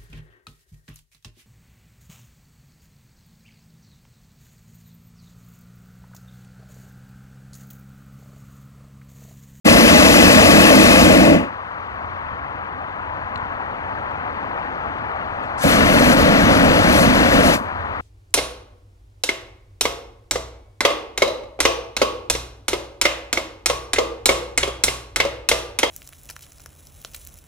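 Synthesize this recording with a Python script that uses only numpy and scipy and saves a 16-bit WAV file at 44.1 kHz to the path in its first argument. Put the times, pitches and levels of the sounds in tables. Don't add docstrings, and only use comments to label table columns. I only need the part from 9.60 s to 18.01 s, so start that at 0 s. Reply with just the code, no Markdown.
import sys
import numpy as np
from scipy import signal
from scipy.fft import rfft, irfft, next_fast_len
from scipy.io import wavfile
from scipy.ndimage import uniform_filter1d

SR = 44100
rng = np.random.default_rng(int(sys.argv[2]) if len(sys.argv) > 2 else 0)


def waveform_to_disk(signal):
    frames = np.transpose(np.atleast_2d(signal))
    scaled = np.clip(frames, -1, 1) * 32767
    samples = np.round(scaled).astype(np.int16)
    wavfile.write(sys.argv[1], SR, samples)


def elevation(decibels):
    levels = np.asarray(decibels, float)
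    return 10 ** (levels / 20)


N = 370881

# (time [s], flow [dB])
VALVE_FLOWS = [
    [(0.03, -39), (0.05, -2), (0.07, 0), (0.55, 0.5), (1.41, -1.5), (1.62, -6), (1.74, -12.5), (1.85, -33), (1.95, -52)],
    [(5.965, -40.5), (5.995, -21), (6.02, -7.5), (6.04, -5), (6.1, 0.5), (7.945, -0.5), (7.982, -15), (8.02, -27), (8.14, -35)],
]
# (catches [s], starves [s], roar [dB], dies [dB per s], cold start [dB])
FLAMES = [
    (0.04, 1.738, -11.5, 158, -0.6),
    (6.034, 7.91, -16.5, 191, -1.5),
]
# (rush [dB], hiss [dB], sizzle [dB])
JET_LEVELS = [(-20, -25, -31.5), (-25, -37.5, -44.5)]
# (rush [dB per dB], hiss [dB per dB], sizzle [dB per dB])
JET_FOLLOW = [(.62, 1.07, 1.15), (1.2, .95, 0.85)]
# (frequency [Hz], level [dB per Hz])
FLAME_COLOURS = [
    [(15, -53), (25, -30.5), (58, -8.5), (128, -14), (195, -3.5), (273, -1.5), (319, -3), (390, -20), (455, -10), (620, -6), (757, -17), (870, -15), (1000, -27.5), (1300, -51), (2200, -120)],
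    [(15, -39.5), (25, -8.5), (69, -4.5), (123, -6.5), (231, 1), (295, 0), (384, -14), (515, -4.5), (629, -5.5), (734, -9.5), (1000, -17.5), (1300, -46), (2200, -120)],
]
# (frequency [Hz], width [Hz], lift [dB])
GROUND_ECHO = [(121, 13, -6), (102, 32, 3.5), (691, 39, 3.5), (784, 89, -3.5)]
# (frequency [Hz], level [dB per Hz])
GAS_COLOURS = [
    [(470, -21), (800, 5), (975, -6), (1100, -0.5), (1310, -3), (2270, -8), (2560, -7), (3450, -17), (6740, -15), (11200, -20), (15500, -28)],
    [(470, -29), (800, 3), (963, -4), (1060, -1.5), (1790, -4.5), (3330, -15.5), (4320, -12.5), (6340, -10.5), (8860, -23), (11800, -25.5), (15500, -34)],
]
# (frequency [Hz], width [Hz], lift [dB])
COIL_RINGING = [
    [(1100, 64, 5.5), (1780, 180, 4), (2032, 67, 7.5), (2566, 100, 6), (2760, 90, -1), (1320, 100, -2.5), (5000, 94, 2.5), (6860, 370, 2.5), (10900, 870, 2)],
    [(1720, 130, 1), (4360, 450, 3), (6250, 110, 2.5), (8270, 120, 5), (9380, 180, 2), (12050, 350, 3), (12650, 400, -3), (10620, 293, 2.5)],
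]
# (peak [s], lift [dB], builds [s], clears [s])
SPITS = [(0.126, 2, 0.026, .02), (0.36, -0.5, 0.053, .06), (6.035, 11.5, 0.026, 0.032),
         (6.095, 8, 0.032, 0.086), (6.35, 4.5, .1, 0.097), (6.53, 7.5, 0.11, 0.083), (6.93, 2, .03, .05),
         (7.4, 8.5, 0.11, 0.065), (7.56, 2.5, 0.018, .03), (7.76, 4, .06, 0.064), (7.87, 8, .025, 0.038),
         (7.96, 7, 0.039, 0.0354)]
SPIT_SHARES = (.1, .15, .45, 1.01)
# (time [s], drop [dB], length [s])
STUTTERS = [(0.159, -2, 0.012), (0.256, -2, 0.025), (6.556, -7.5, 0.02), (7.52, -1.5, 0.017)]
STUTTER_SHARES = (0.38, 0.43, .9, .6)
# (time [s], strength [dB], ring [Hz], time to fall 60 dB [s], roughness [0-1])
IGNITION = [
    (5.974, -31, 7500, 0.2, 0.8),
    (6.11, -18, 2480, .004, 0.22),
    (6.040, -4, 165, .11, .1),
    (6.038, -9, 80, .2, .1),
]
# (time [s], strength [dB], ring [Hz], time to fall 60 dB [s], roughness [0-1])
METAL_TICKS = [(3.758, -26, 4120, .012, .15), (3.7566, -25, 2100, .015, .8), (3.7567, -42, 6600, .014, .9),
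               (3.7754, -43, 7000, .009, .5), (3.7756, -41, 3800, .010, .7), (4.277, -42, 2760, .05, .3),
               (5.606, -39, 2850, .08, .1), (5.975, -35, 2700, .06, .2), (5.830, -51, 6900, .07, .15),
               (5.828, -53, 8600, .05, .9), (5.842, -50, 5300, .08, .3), (5.834, -35, 2550, .06, .1),
               (5.829, -62, 11900, .03, .1), (5.852, -54, 7400, .05, .8)]
# (time [s], note [Hz], level
# [dB])
CAR = [(1.9, 1100, -42), (2.7, 1080, -44.5), (3.3, 1000, -43.5), (3.75, 1020, -37), (4.0, 920, -41),
       (4.4, 860, -39.5), (5.3, 781, -40.5), (5.9, 750, -39.5), (8.1, 1080, -40.5)]
# (time [s], nearness [dB])
ROAD_NEARNESS = [(1.95, -4), (2.7, -2.5), (3.55, -2.5), (3.76, -1), (3.98, -1.6), (4.88, 0.2), (5.9, -0.6),
                 (8.1, -1), (8.41, -0.5)]
# (frequency [Hz], level [dB per Hz])
ROAD_COLOUR = [(15, -34), (25, -12), (61, -5.5), (84, 0), (136, -7), (274, -4.5), (388, -9), (551, -4.5),
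               (969, -5), (1370, -8.5), (1950, -16.5), (3340, -38), (4370, -43.5), (8110, -58.5),
               (15500, -65)]
# (time [s], lift [dB], length [s])
ENGINES = [(1.98, -5, .12), (2.75, 3.5, .3), (3.76, 2.5, .12), (4.6, -1, .3), (5.1, -3.5, .1),
           (8.3, 6, .15)]
# (frequency [Hz], width [Hz], lift [dB])
BACKGROUND_PEAKS = [(80, 17, 6), (1080, 300, 0.5), (4400, 370, 3.5), (6250, 250, 6), (5300, 40, -7),
                    (6870, 44, 8)]
# (time [s], level [dB])
PILOT_HISS = [(1.95, -64.5), (3.0, -67), (4.5, -64), (5.55, -63), (5.8, -62), (8.1, -60.5), (8.41, -61.5)]
# (frequency [Hz], level [dB])
SIDE_NOISE = [(30, -14), (150, -20), (600, -20), (1500, -15), (4000, -10), (8000, -9), (13000, -13)]
# (frequency [Hz], left minus right [dB], left leads [radians])
STEREO_PORTS = [(30, -6.2, 0.26), (60, -5.7, 0.41), (120, -3.6, 0.75), (220, -1.6, 1.1), (400, 0.5, 1.51),
                (700, 4.1, 1.7), (1200, 6.0, 2.03), (2000, 7.1, 2.52), (3000, 5.7, 3.25), (4300, 3.5, 4.06),
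                (6000, 1.7, 4.83), (8000, 1.3, 5.38), (11000, 0.5, 5.96), (15000, 0.3, 6.22)]


def blast(flow, jets_db, follow, fire, flame_colour, gas_colour, coil):
    s, flow_db = np.transpose(flow)
    count = round(2.3 * SR)
    t = s[0] + np.arange(count) / SR
    flame, gas = lifted(flame_colour, GROUND_ECHO), lifted(gas_colour, coil)
    roar = turbulence(count, flame, 15, 880, 150, 800, patchy_db=0.3, flicker_db=0.5, size=4096)
    rush = turbulence(count, gas, 894, 3360, 1000, 3000, patchy_db=0.0, flicker_db=-0.4)
    hiss = turbulence(count, gas, 3480, 6700, 4430, 8000, patchy_db=-0.5, flicker_db=-0.05)
    sizzle = turbulence(count, gas, 9080, 19000, 10460, 15000, patchy_db=-1.1, flicker_db=1.3)

    open_db = np.interp(t, s, flow_db)
    levels = [burning(t, *fire)]
    for db, share in zip(jets_db, follow):
        levels.append(elevation(db + share * open_db))
    spit_db = np.outer(SPIT_SHARES, bumps(t, SPITS))
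    stutter_db = np.outer(STUTTER_SHARES, bumps(t, STUTTERS))
    layers = levels * elevation(spit_db + stutter_db) * [roar, rush, hiss, sizzle]
    edges = np.clip(np.minimum((t - s[0]) / 0.01, (s[-1] - t) / 0.1), 0, 1)
    return s[0], edges * layers.sum(0)


def burning(t, catches, starves, roar_db, dies_db, cold_db):
    catch_s, warm_s = 0.0073, 0.28
    since = np.maximum(t - catches, 0)
    warming_db = cold_db * np.exp(-(since / warm_s) ** 2)
    dying_db = dies_db * np.maximum(t - starves, 0)
    return elevation(roar_db + warming_db - dying_db) * np.minimum(since / catch_s, 1) ** 2


def ring(s, db, hz, t60, rough):
    t = np.arange(4000) / SR
    band = signal.butter(3, [hz * 0.6, hz * 1.25], "band", fs=SR)
    puff = signal.lfilter(*band, rng.standard_normal(len(t)))
    tone = np.sin(2 * np.pi * hz * t)
    body = (1 - rough) * tone + rough * puff / puff.std()
    rise = (1 - np.exp(-t / (0.07 * t60))) ** 2
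    return s, elevation(db - 60 * t / t60) * rise * body


def car():
    s, hz, db = np.transpose(CAR)
    width_hz = 305
    t, r = np.arange(N) / SR, np.exp(-np.pi * width_hz / SR)
    soft = signal.lfilter([1], [1, -2 * r, r * r], rng.standard_normal((2, N)))
    turn = 2 * np.pi * np.cumsum(np.interp(t, s, hz)) / SR
    band = soft[0] * np.cos(turn) + soft[1] * np.sin(turn)
    return elevation(np.interp(t, s, db)) * band / band.std()


def road():
    t, colour = np.arange(N) / SR, lifted(ROAD_COLOUR, BACKGROUND_PEAKS)
    rumble = turbulence(N, colour, 15, 140, 30, 130, patchy_db=0.5, flicker_db=0.2, size=4096)
    drone = turbulence(N, colour, 98, 950, 450, 800, patchy_db=0.7, flicker_db=0.2)
    wash = turbulence(N, colour, 790, 3300, 1200, 2500, patchy_db=0.5, flicker_db=0.7)
    near_db = np.interp(t, *np.transpose(ROAD_NEARNESS))
    rumble *= elevation(-41.5 + 0.88 * near_db + bumps(t, ENGINES))
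    drone *= elevation(-39.5 + 1.7 * near_db)
    wash *= elevation(-37 + 1.06 * near_db)
    return rumble + drone + wash


def pilot():
    colour = lifted(ROAD_COLOUR, BACKGROUND_PEAKS)
    hiss = turbulence(N, colour, 3300, 19000, 3240, 8000, patchy_db=0.2, flicker_db=-1.0)
    return elevation(np.interp(np.arange(N) / SR, *np.transpose(PILOT_HISS))) * hiss


def side_noise(x):
    hz, _, z = signal.stft(x, SR, nperseg=256)
    shuffle = rng.standard_normal((2, *z.shape)) + 1j * rng.standard_normal((2, *z.shape))
    strength = elevation(read(SIDE_NOISE, hz)[0])[:, None]
    return signal.istft(z * shuffle * strength, SR, nperseg=256)[1][:, :N]


def turbulence(count, colour, lo, hi, level_lo, level_hi, patchy_db, flicker_db, size=1024):
    frames, hz = count // (size // 4) + 5, np.fft.rfftfreq(size, 1 / SR)
    z = rng.standard_normal((frames, len(hz))) + 1j * rng.standard_normal((frames, len(hz)))
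    edges = np.sqrt((1 + (lo / (hz + 1)) ** 8) * (1 + (hz / hi) ** 8))
    shape = elevation(colour(hz)) / edges
    in_band = (hz >= level_lo) & (hz < level_hi)
    shape /= np.sqrt(np.sum(shape[in_band] ** 2))
    patches = patchy_db * wander(z.shape, size=(10, 12))
    flicker = flicker_db * wander(z.shape, size=(2, 80))
    z = (z * elevation(patches + flicker)).T * shape[:, None]
    x = signal.istft(z, nperseg=size, noverlap=size * 3 // 4)[1][:count]
    return x / x.std() * np.linalg.norm(shape)


def wander(shape, size):
    x = uniform_filter1d(rng.standard_normal(shape), size[0], 0)
    x = uniform_filter1d(x, size[1], 1)
    return x / x.std()


def lifted(points, peaks):
    def colour(hz):
        lifts = [db / (1 + (2 * (hz - f) / width) ** 2) for f, width, db in peaks]
        return read(points, hz)[0] + sum(lifts)
    return colour


def read(points, hz):
    f, *values = np.transpose(points)
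    return [np.interp(np.log(hz + 1), np.log(f + 1), v) for v in values]


def bumps(t, rows):
    total = 0
    for s, db, *widths in rows:
        width = np.where(t < s, widths[0], widths[-1])
        total = total + db * np.exp(-((t - s) / width) ** 2)
    return total


def add(mix, s, sound):
    part = mix[round(s * SR):][:len(sound)]
    part += sound[:len(part)]


def scene():
    mix = road() + pilot() + car()
    for parts in zip(VALVE_FLOWS, JET_LEVELS, JET_FOLLOW, FLAMES, FLAME_COLOURS, GAS_COLOURS, COIL_RINGING):
        add(mix, *blast(*parts))
    for row in METAL_TICKS + IGNITION:
        add(mix, *ring(*row))
    return mix + side_noise(mix)


def band_limit(x):
    return signal.sosfilt(signal.butter(12, 15620, fs=SR, output="sos"), x)


def record(dry):
    power_db = 10 * np.log10(abs(uniform_filter1d((dry ** 2).mean(0), size=500)) + 1e-12)
    over_db = uniform_filter1d(np.maximum(power_db + 15, 0), size=300)
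    evened = dry / elevation(0.26 * over_db)

    size = next_fast_len(N + 4096)
    evened = np.pad(evened, ((0, 0), (0, size - N)), "reflect")
    hz = np.fft.rfftfreq(size, 1 / SR)
    balance_db, lead = read(STEREO_PORTS, hz)
    ratio = elevation(balance_db) * np.exp(1j * lead)
    ports = 2 / (1 + ratio) * np.array([ratio, ratio ** 0])
    ports = ports / np.sqrt(1 + (hz / 15600) ** 40)
    pair = irfft(rfft(evened, size) * ports, size)[:, :N]

    knee = 12.0
    clipped = pair / (1 + abs(pair / 1.05) ** knee) ** (1 / knee)
    start_s, fade_s = 0.043, 0.024
    fade = np.sin(np.pi / 2 * np.clip((np.arange(N) / SR - start_s) / fade_s, 0, 1)) ** 2
    return band_limit(np.clip(clipped, -1, 1) * fade)


dry = scene()
out = record(dry)
waveform_to_disk(out)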